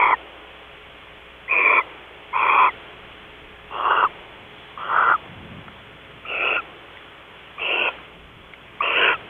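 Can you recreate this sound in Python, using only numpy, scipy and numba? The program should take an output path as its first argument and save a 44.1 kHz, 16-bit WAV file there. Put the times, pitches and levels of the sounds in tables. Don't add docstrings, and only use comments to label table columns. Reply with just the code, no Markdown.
import sys
import numpy as np
from scipy import signal
from scipy.io import wavfile
from scipy.ndimage import uniform_filter1d, minimum_filter1d
from numba import njit

SR = 44100
rng = np.random.default_rng(int(sys.argv[2]) if len(sys.argv) > 2 else 0)


def int16_out(signal):
    q = np.round(np.clip(np.atleast_2d(signal).T, -1, 1) * 32767)
    wavfile.write(sys.argv[1], SR, q.astype(np.int16))


N = 409688

# (time [s], level of the low strands [dB], throat centre [Hz],
# level of the beak strand [dB], beak centre [Hz])
VOICE_CURVES = [
    [(0.0, -14, 1270, -21.5, 2300), (0.05, -16.5, 1250, -20.5, 2260), (0.118, -16, 1210, -22.5, 2240),
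     (0.14, -17, 1230, -37, 2140)],
    [(1.49, -39, 1340, -32, 2360), (1.516, -31.5, 1330, -19.5, 2476), (1.62, -23.5, 1328, -15.5, 2390),
     (1.70, -21, 1315, -16.5, 2360), (1.79, -15, 1300, -17, 2370), (1.81, -22.5, 1270, -35, 2300)],
    [(2.34, -26, 1310, -33.5, 2310), (2.372, -21.5, 1310, -27.5, 2540), (2.5, -17.5, 1330, -22, 2360),
     (2.6, -15, 1240, -23, 2490), (2.665, -15, 1255, -21.5, 2340), (2.69, -20.5, 1250, -32, 2230)],
    [(3.71, -40, 1280, -46, 2720), (3.74, -31, 1280, -39, 2920), (3.85, -24, 1270, -37, 2750),
     (3.905, -17, 1344, -33, 2810), (4.005, -18.5, 1400, -31, 2770), (4.052, -18, 1300, -37, 2740)],
    [(4.785, -34.5, 1270, -47.5, 2850), (4.86, -31.5, 1360, -45.5, 2850), (4.96, -16.5, 1402, -47, 2810),
     (5.07, -18, 1400, -44, 2860), (5.119, -13.5, 1400, -43.5, 2850), (5.14, -20, 1350, -57, 2840)],
    [(6.265, -47, 1320, -38.5, 2730), (6.302, -36.5, 1350, -29.5, 2670), (6.415, -32.5, 1340, -23.5, 2640),
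     (6.47, -24.5, 1340, -22.5, 2690), (6.56, -28.5, 1420, -20.5, 2620), (6.582, -20, 1350, -29, 2580)],
    [(7.595, -42.5, 1295, -32, 2560), (7.625, -37.5, 1310, -25, 2725), (7.74, -31, 1420, -22, 2770),
     (7.83, -27.5, 1450, -22.5, 2744), (7.88, -26.5, 1400, -21.5, 2580), (7.89, -22.5, 1380, -29, 2570)],
    [(8.82, -30.5, 1310, -29.5, 2590), (8.84, -29.5, 1260, -23, 2700), (8.915, -28.5, 1350, -23.5, 2710),
     (9.0, -21.5, 1520, -20, 2745), (9.086, -16.5, 1540, -20, 2670), (9.14, -22.5, 1440, -27, 2640)],
]
# (windpipe centre [Hz], windpipe width [Hz],
# throat width [Hz], beak width [Hz], middle of the throat's opening [s], throat share before [dB],
# throat share after [dB], chest level [dB], trunk level [dB], top strand centre [Hz],
# top strand level at start [dB], at end [dB], flutter depth [0-1], leaf hiss raised after the call [dB])
POSTURES = [(992, 112, 170, 103, 0.07, -18, -16, -10.5, -20, 3240, -20.5, -24, 0.46, 3.5),
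            (1050, 67, 79, 79, 1.74, -16, -9.5, -10, -16.5, 3350, -40, -20, 0.36, 5),
            (1030, 106, 175, 110, 2.55, -10, -8, -12, -21.5, 3270, -18.5, -21, 0.34, 4.5),
            (1080, 320, 210, 70, 3.87, -13, -1.1, -5, -24, 3230, -12.5, -19, 0.5, 4),
            (1182, 360, 123, 140, 4.9, -5, -1.24, -3, -11, 3230, -8, -17.5, 0.39, 3),
            (1070, 71, 120, 112, 6.4, 0, -0.5, -5, -20, 3300, -33, -23.5, 0.3, 3.5),
            (992, 215, 74, 130, 7.72, -8, -5.5, -4, -28, 3150, -9.5, -10.5, 0.22, 10),
            (1043, 180, 250, 185, 8.96, -3.5, -1.7, -5.5, -11, 3170, -15, -12.5, 0.25, 4.5)]


def owl_rasps():
    out = np.zeros(N)
    for curve, posture in zip(VOICE_CURVES, POSTURES):
        t, sound = rasp(curve, *posture[:-1])
        start = int(round(t[0] * SR))
        out[start:][:len(t)] += sound
    return out


# (centre [Hz], width [Hz], level relative to the other modes [dB])
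TRUNK_MODES = [(1830, 190, 1), (1964, 230, 6.5), (2280, 220, 1.5)]
EDGE_S, OPENING_S = 0.012, 0.06
WAVER, WAVER_HZ = 0.012, 30
CHEST_FOLLOWS_BEAK, TRUNK_FOLLOWS_BEAK, TOP_FOLLOWS_BEAK = 0.6, 0.4, 0.53
CLOSING_S, CLOSING_FLUTTER, CHEST_SAG_DB, TRUNK_SAG_DB = 0.026, 0.22, -2.5, 2.5


def rasp(curve, pipe_hz, pipe_width, throat_width, beak_width, opens_s, share_db, open_share_db,
         chest_db, trunk_db, top_hz, top_db, top_end_db, depth):
    s, *columns = np.transpose(curve)
    t = np.arange(int((s[0] - EDGE_S) * SR), int((s[-1] + EDGE_S) * SR)) / SR
    low_db, throat_hz, beak_db, beak_hz = (np.interp(t, s, column) for column in columns)
    throat_hz = throat_hz * (1 + WAVER * walk(WAVER_HZ)[:len(t)])
    beak_hz = beak_hz * (1 + WAVER * walk(WAVER_HZ)[:len(t)])
    closing = swell(t, s[-1], CLOSING_S)

    depth = np.clip(depth + CLOSING_FLUTTER * closing, 0, 1)
    breath = rng.standard_normal(len(t)) * (1 - depth + depth * flutter(len(t)))

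    pipe = below(strand(breath, pipe_hz, pipe_width, -6), 1255)
    throat = notch(strand(breath, throat_hz, throat_width, -8), 1.3 * throat_hz, 350)
    throat = below(throat, 0.87 * throat_hz)
    opening = [opens_s - OPENING_S, opens_s + OPENING_S]
    share = np.clip(undb(np.interp(t, opening, [share_db, open_share_db])), 0, 0.99)
    low = np.sqrt(1 - share ** 2) * unit(pipe) + share * unit(throat)

    beak = notch(strand(breath, beak_hz, beak_width, 1), 1.178 * beak_hz, 360)
    beak = below(beak, 1.005 * beak_hz)
    chest = below(above(band(breath, 450, 500), 337), 844)
    trunk = sum(undb(db) * band(band(breath, hz, width), hz, width) for hz, width, db in TRUNK_MODES)
    top = band(band(breath, top_hz, 190), top_hz, 260)

    def blend(follows):
        return low_db + follows * (beak_db - low_db)

    chest_db = chest_db + CHEST_SAG_DB * closing + blend(CHEST_FOLLOWS_BEAK)
    trunk_db = trunk_db + TRUNK_SAG_DB * closing + blend(TRUNK_FOLLOWS_BEAK)
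    top_db = np.interp(t, s[[0, -1]], [top_db, top_end_db]) + blend(TOP_FOLLOWS_BEAK)
    sound = undb(low_db) * low + undb(beak_db) * unit(beak) + undb(chest_db) * unit(chest)
    sound = sound + undb(trunk_db) * unit(trunk) + undb(top_db) * unit(top)
    edge = np.clip(np.minimum(t - t[0], t[-1] - t) / EDGE_S, 0, 1) ** 2
    return t[t >= 0], (edge * sound)[t >= 0]


FLUTTER_HZ, FLUTTER_JITTER, FLUTTER_DB = 105.1, 0.203, 2.5


def flutter(n):
    chance = rng.standard_normal((n // 100 + 2, 2))
    ends = np.cumsum(np.exp(FLUTTER_JITTER * chance[:, 0]) * SR / FLUTTER_HZ)
    cycle = np.interp(np.arange(n), ends - ends[0], np.arange(len(ends)))
    size = undb(FLUTTER_DB * chance[cycle.astype(int), 1])
    return unit(np.sin(np.pi * cycle) ** 2 * size)


def strand(breath, hz, width, skirt_db):
    core = band(breath, hz, width)
    skirt = undb(skirt_db) * band(breath, hz, 3.33 * width)
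    return band(core + skirt, hz, 4.95 * width)


def notch(x, hz, width):
    return x - band(x, hz, width)


# (time [s], level [dB, 6 under the peak], start pitch [Hz], end pitch [Hz], length [s])
PIPS = [(0.12, -24.5, 2115, 1750, 0.035), (1.479, -33.5, 1930, 2260, 0.017),
        (1.807, -30, 2110, 1970, 0.018), (2.33, -30.5, 1000, 1030, 0.014),
        (2.328, -35.5, 2130, 2200, 0.021), (2.676, -29, 2283, 1890, 0.033), (4.043, -21, 1430, 983, 0.033),
        (4.775, -29.5, 1150, 1160, 0.0064), (5.14, -19.5, 1400, 1125, 0.024),
        (6.251, -34.5, 1280, 1310, 0.009), (6.581, -28.5, 1445, 1250, 0.03),
        (7.581, -35.5, 1160, 1174, 0.01), (7.863, -37, 1497, 1346, 0.059), (6.257, -39, 2300, 2640, 0.01),
        (6.585, -33, 2760, 2350, 0.02), (7.577, -42.5, 2310, 2630, 0.028),
        (7.886, -37.5, 2610, 2450, 0.023), (8.801, -35, 2100, 2650, 0.02), (9.14, -31.5, 2770, 2480, 0.019),
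        (8.806, -17.5, 1086, 1246, 0.011), (9.121, -30, 1448, 1240, 0.048)]


def owl_pips():
    out = np.zeros(N)
    for s, *shape in PIPS:
        sound = pip(*shape)
        out[int(s * SR):][:len(sound)] += sound
    return out


def pip(db, hz, end_hz, length):
    u = np.arange(int(length * SR)) / (length * SR)
    phase = 2 * np.pi * np.cumsum(hz + (end_hz - hz) * u) / SR
    envelope = np.sin(np.pi * u ** 0.62) ** 0.74
    return undb(db) * 2 * envelope * np.sin(phase)


# (time [s], peak level [dB], centre [Hz])
CLAW_TICKS = [(1.0264, -35.5, 1240), (5.6807, -25.5, 1280), (6.97, -27.5, 2140), (7.985, -29, 1200),
              (8.535, -25.5, 2130)]


def claw_ticks():
    out, t = np.zeros(N), np.arange(SR // 30) / SR
    for s, db, hz in CLAW_TICKS:
        knock = band(rng.standard_normal(len(t)) * np.exp(-t / 0.0033), hz, 360)
        out[int(s * SR):][:len(t)] += undb(db) * knock / np.abs(knock).max()
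    return out


# (frequency [Hz], relative level [dB per Hz])
LEAF_SPECTRUM = [(200, -24.5), (280, -17), (350, -2), (700, -5.5), (1200, -5), (1800, -7.5), (2500, -4.5),
                 (3400, -7.5), (4300, -6)]
# (time [s], level change [dB], half length [s])
LEAF_LULLS = [(8.25, -6, 0.4)]
LEAF_DB, LEAF_LOW_DB = -43.5, -2.5
RAISED_S, RAISED_LOW_DB, RAISED_LOW_S = 0.3, 5, 0.34


def leaves(t):
    ends = np.array([curve[-1][0] for curve in VOICE_CURVES])
    last = np.maximum(np.searchsorted(ends, t) - 1, 0)
    since = np.abs(t - ends[last])
    raised_db = np.array(POSTURES)[last, -1] * np.exp(-since / RAISED_S)
    lull_db = sum(db * swell(t, s, half) for s, db, half in LEAF_LULLS)
    low_db = LEAF_LOW_DB + RAISED_LOW_DB * np.exp(-since / RAISED_LOW_S)

    out, (f, per_hz) = 0, np.transpose(LEAF_SPECTRUM)
    for hz in 220 * 2 ** np.arange(0, 4.3, 1 / 3):
        flicker_db = walk(6.7)
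        db = np.interp(np.log(hz), np.log(f), per_hz) + flicker_db + (hz < 1000) * low_db
        out = out + undb(db) * band(band(rng.standard_normal(N), hz, hz / 3), hz, hz / 2)
    return unit(out) * undb(LEAF_DB + raised_db + lull_db)


# (time [s], half length [s], rumble level [dB], buffet level [dB])
GUSTS = [(0.0, 0.17, -72, -48.5), (1.0, .5, -66.5, -60.5), (2.55, .3, -57, -70), (3.3, 0.51, -63, -56.5),
         (4.1, 0.36, -62.5, -60), (5.48, .15, -42, -56), (5.4, 0.74, -53, -75), (8.3, .15, -64, -51),
         (9.1, 0.16, -54.5, -61.5)]
BREEZE_DB, BREEZE_RISE_DB, BUFFET_DB = -59.5, 6, -69


def wind_on_microphone(t):
    rumble_gain = undb(BREEZE_DB + BREEZE_RISE_DB * t / t[-1])
    rumble_gain = rumble_gain + sum(undb(db) * swell(t, s, half) for s, half, db, _ in GUSTS)
    buffet_gain = undb(BUFFET_DB) + sum(undb(db) * swell(t, s, half) for s, half, _, db in GUSTS)
    rumble = above(band(band(rng.standard_normal(N), 82, 120), 170, 220), 63)
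    buffet = band(rng.standard_normal(N), 30, 56)
    flicker = undb(walk(18))
    return unit(rumble) * rumble_gain * flicker + unit(buffet) * buffet_gain


# (multiple of mains, RMS level at the start before wavering [dB])
HUM_LINES = [(1, -55.5), (5, -63), (7, -55.5), (9, -59.5), (11, -61), (13, -64)]
MAINS_HZ, HUM_WAVER_DB, HUM_FADE_DB = 60.25, 1.5, -5


def mains_hum(t):
    out = 0
    for multiple, db in HUM_LINES:
        gain = undb(db + HUM_WAVER_DB * walk(2.7)) * np.sqrt(2)
        out = out + gain * np.sin(2 * np.pi * multiple * MAINS_HZ * t)
    return out * undb(HUM_FADE_DB * t / t[-1])


def undb(db):
    return 10 ** (np.asarray(db) / 20)


def unit(x):
    return x / np.sqrt(np.mean(x ** 2))


def swell(t, s, half):
    return np.exp(-((t - s) / half) ** 2)


def walk(rate):
    k = int(SR / rate)
    held = np.repeat(rng.standard_normal(N // k + 1), k)
    return 1.3 * uniform_filter1d(uniform_filter1d(held, k), k)[:N]


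@njit
def svf(x, hz, width, low):
    y, b, l = np.empty(len(x)), 0., 0.
    for i in range(len(x)):
        g, k = np.tan(np.pi * hz[i] / SR), width[i] / hz[i]
        v = (b + g * (x[i] - l)) / (1 + g * (g + k))
        y[i] = low * (l + g * v) + (1 - low) * k * v
        b, l = 2 * v - b, l + 2 * g * v
    return y


def band(x, hz, width):
    return svf(x, hz + np.zeros(len(x)), width + np.zeros(len(x)), 0.)


def below(x, hz):
    hz = hz + np.zeros(len(x))
    return svf(svf(x, hz, 0.86 * hz, 1.), hz, 0.86 * hz, 1.)


def above(x, hz):
    return signal.sosfilt(signal.butter(4, hz, "high", fs=SR, output="sos"), x)


def scene():
    t = np.arange(N) / SR
    owl = owl_rasps() + owl_pips()
    return (owl + claw_ticks() + leaves(t) + wind_on_microphone(t) + mains_hum(t))[None]


PEAK = 0.5


def limit(x):
    reach = SR // 1000
    gain = np.minimum(1, PEAK / (np.abs(x) + 1e-9))
    return x * uniform_filter1d(minimum_filter1d(gain, 2 * reach), reach)


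LINK_HZ, TOP_HZ = 3461, 15700
LEAK_DB, HISS_DB = -11.5, -74


def record(dry):
    camera = signal.sosfilt(signal.ellip(10, 0.5, 60, LINK_HZ, fs=SR, output="sos"), dry)
    near = signal.butter(5, [LINK_HZ, 1.06 * LINK_HZ], "band", fs=SR, output="sos")
    far = signal.butter(2, [LINK_HZ, 1.193 * LINK_HZ], "band", fs=SR, output="sos")
    skirt = signal.sosfilt(near, dry) + undb(-7.5) * signal.sosfilt(far, dry)
    line = undb(HISS_DB) * unit(band(rng.standard_normal(N), 7600, 12000))
    mix = limit(camera + undb(LEAK_DB) * skirt) + line
    return signal.sosfilt(signal.ellip(10, 0.2, 70, TOP_HZ, fs=SR, output="sos"), mix)


dry = scene()
out = record(dry)
int16_out(out)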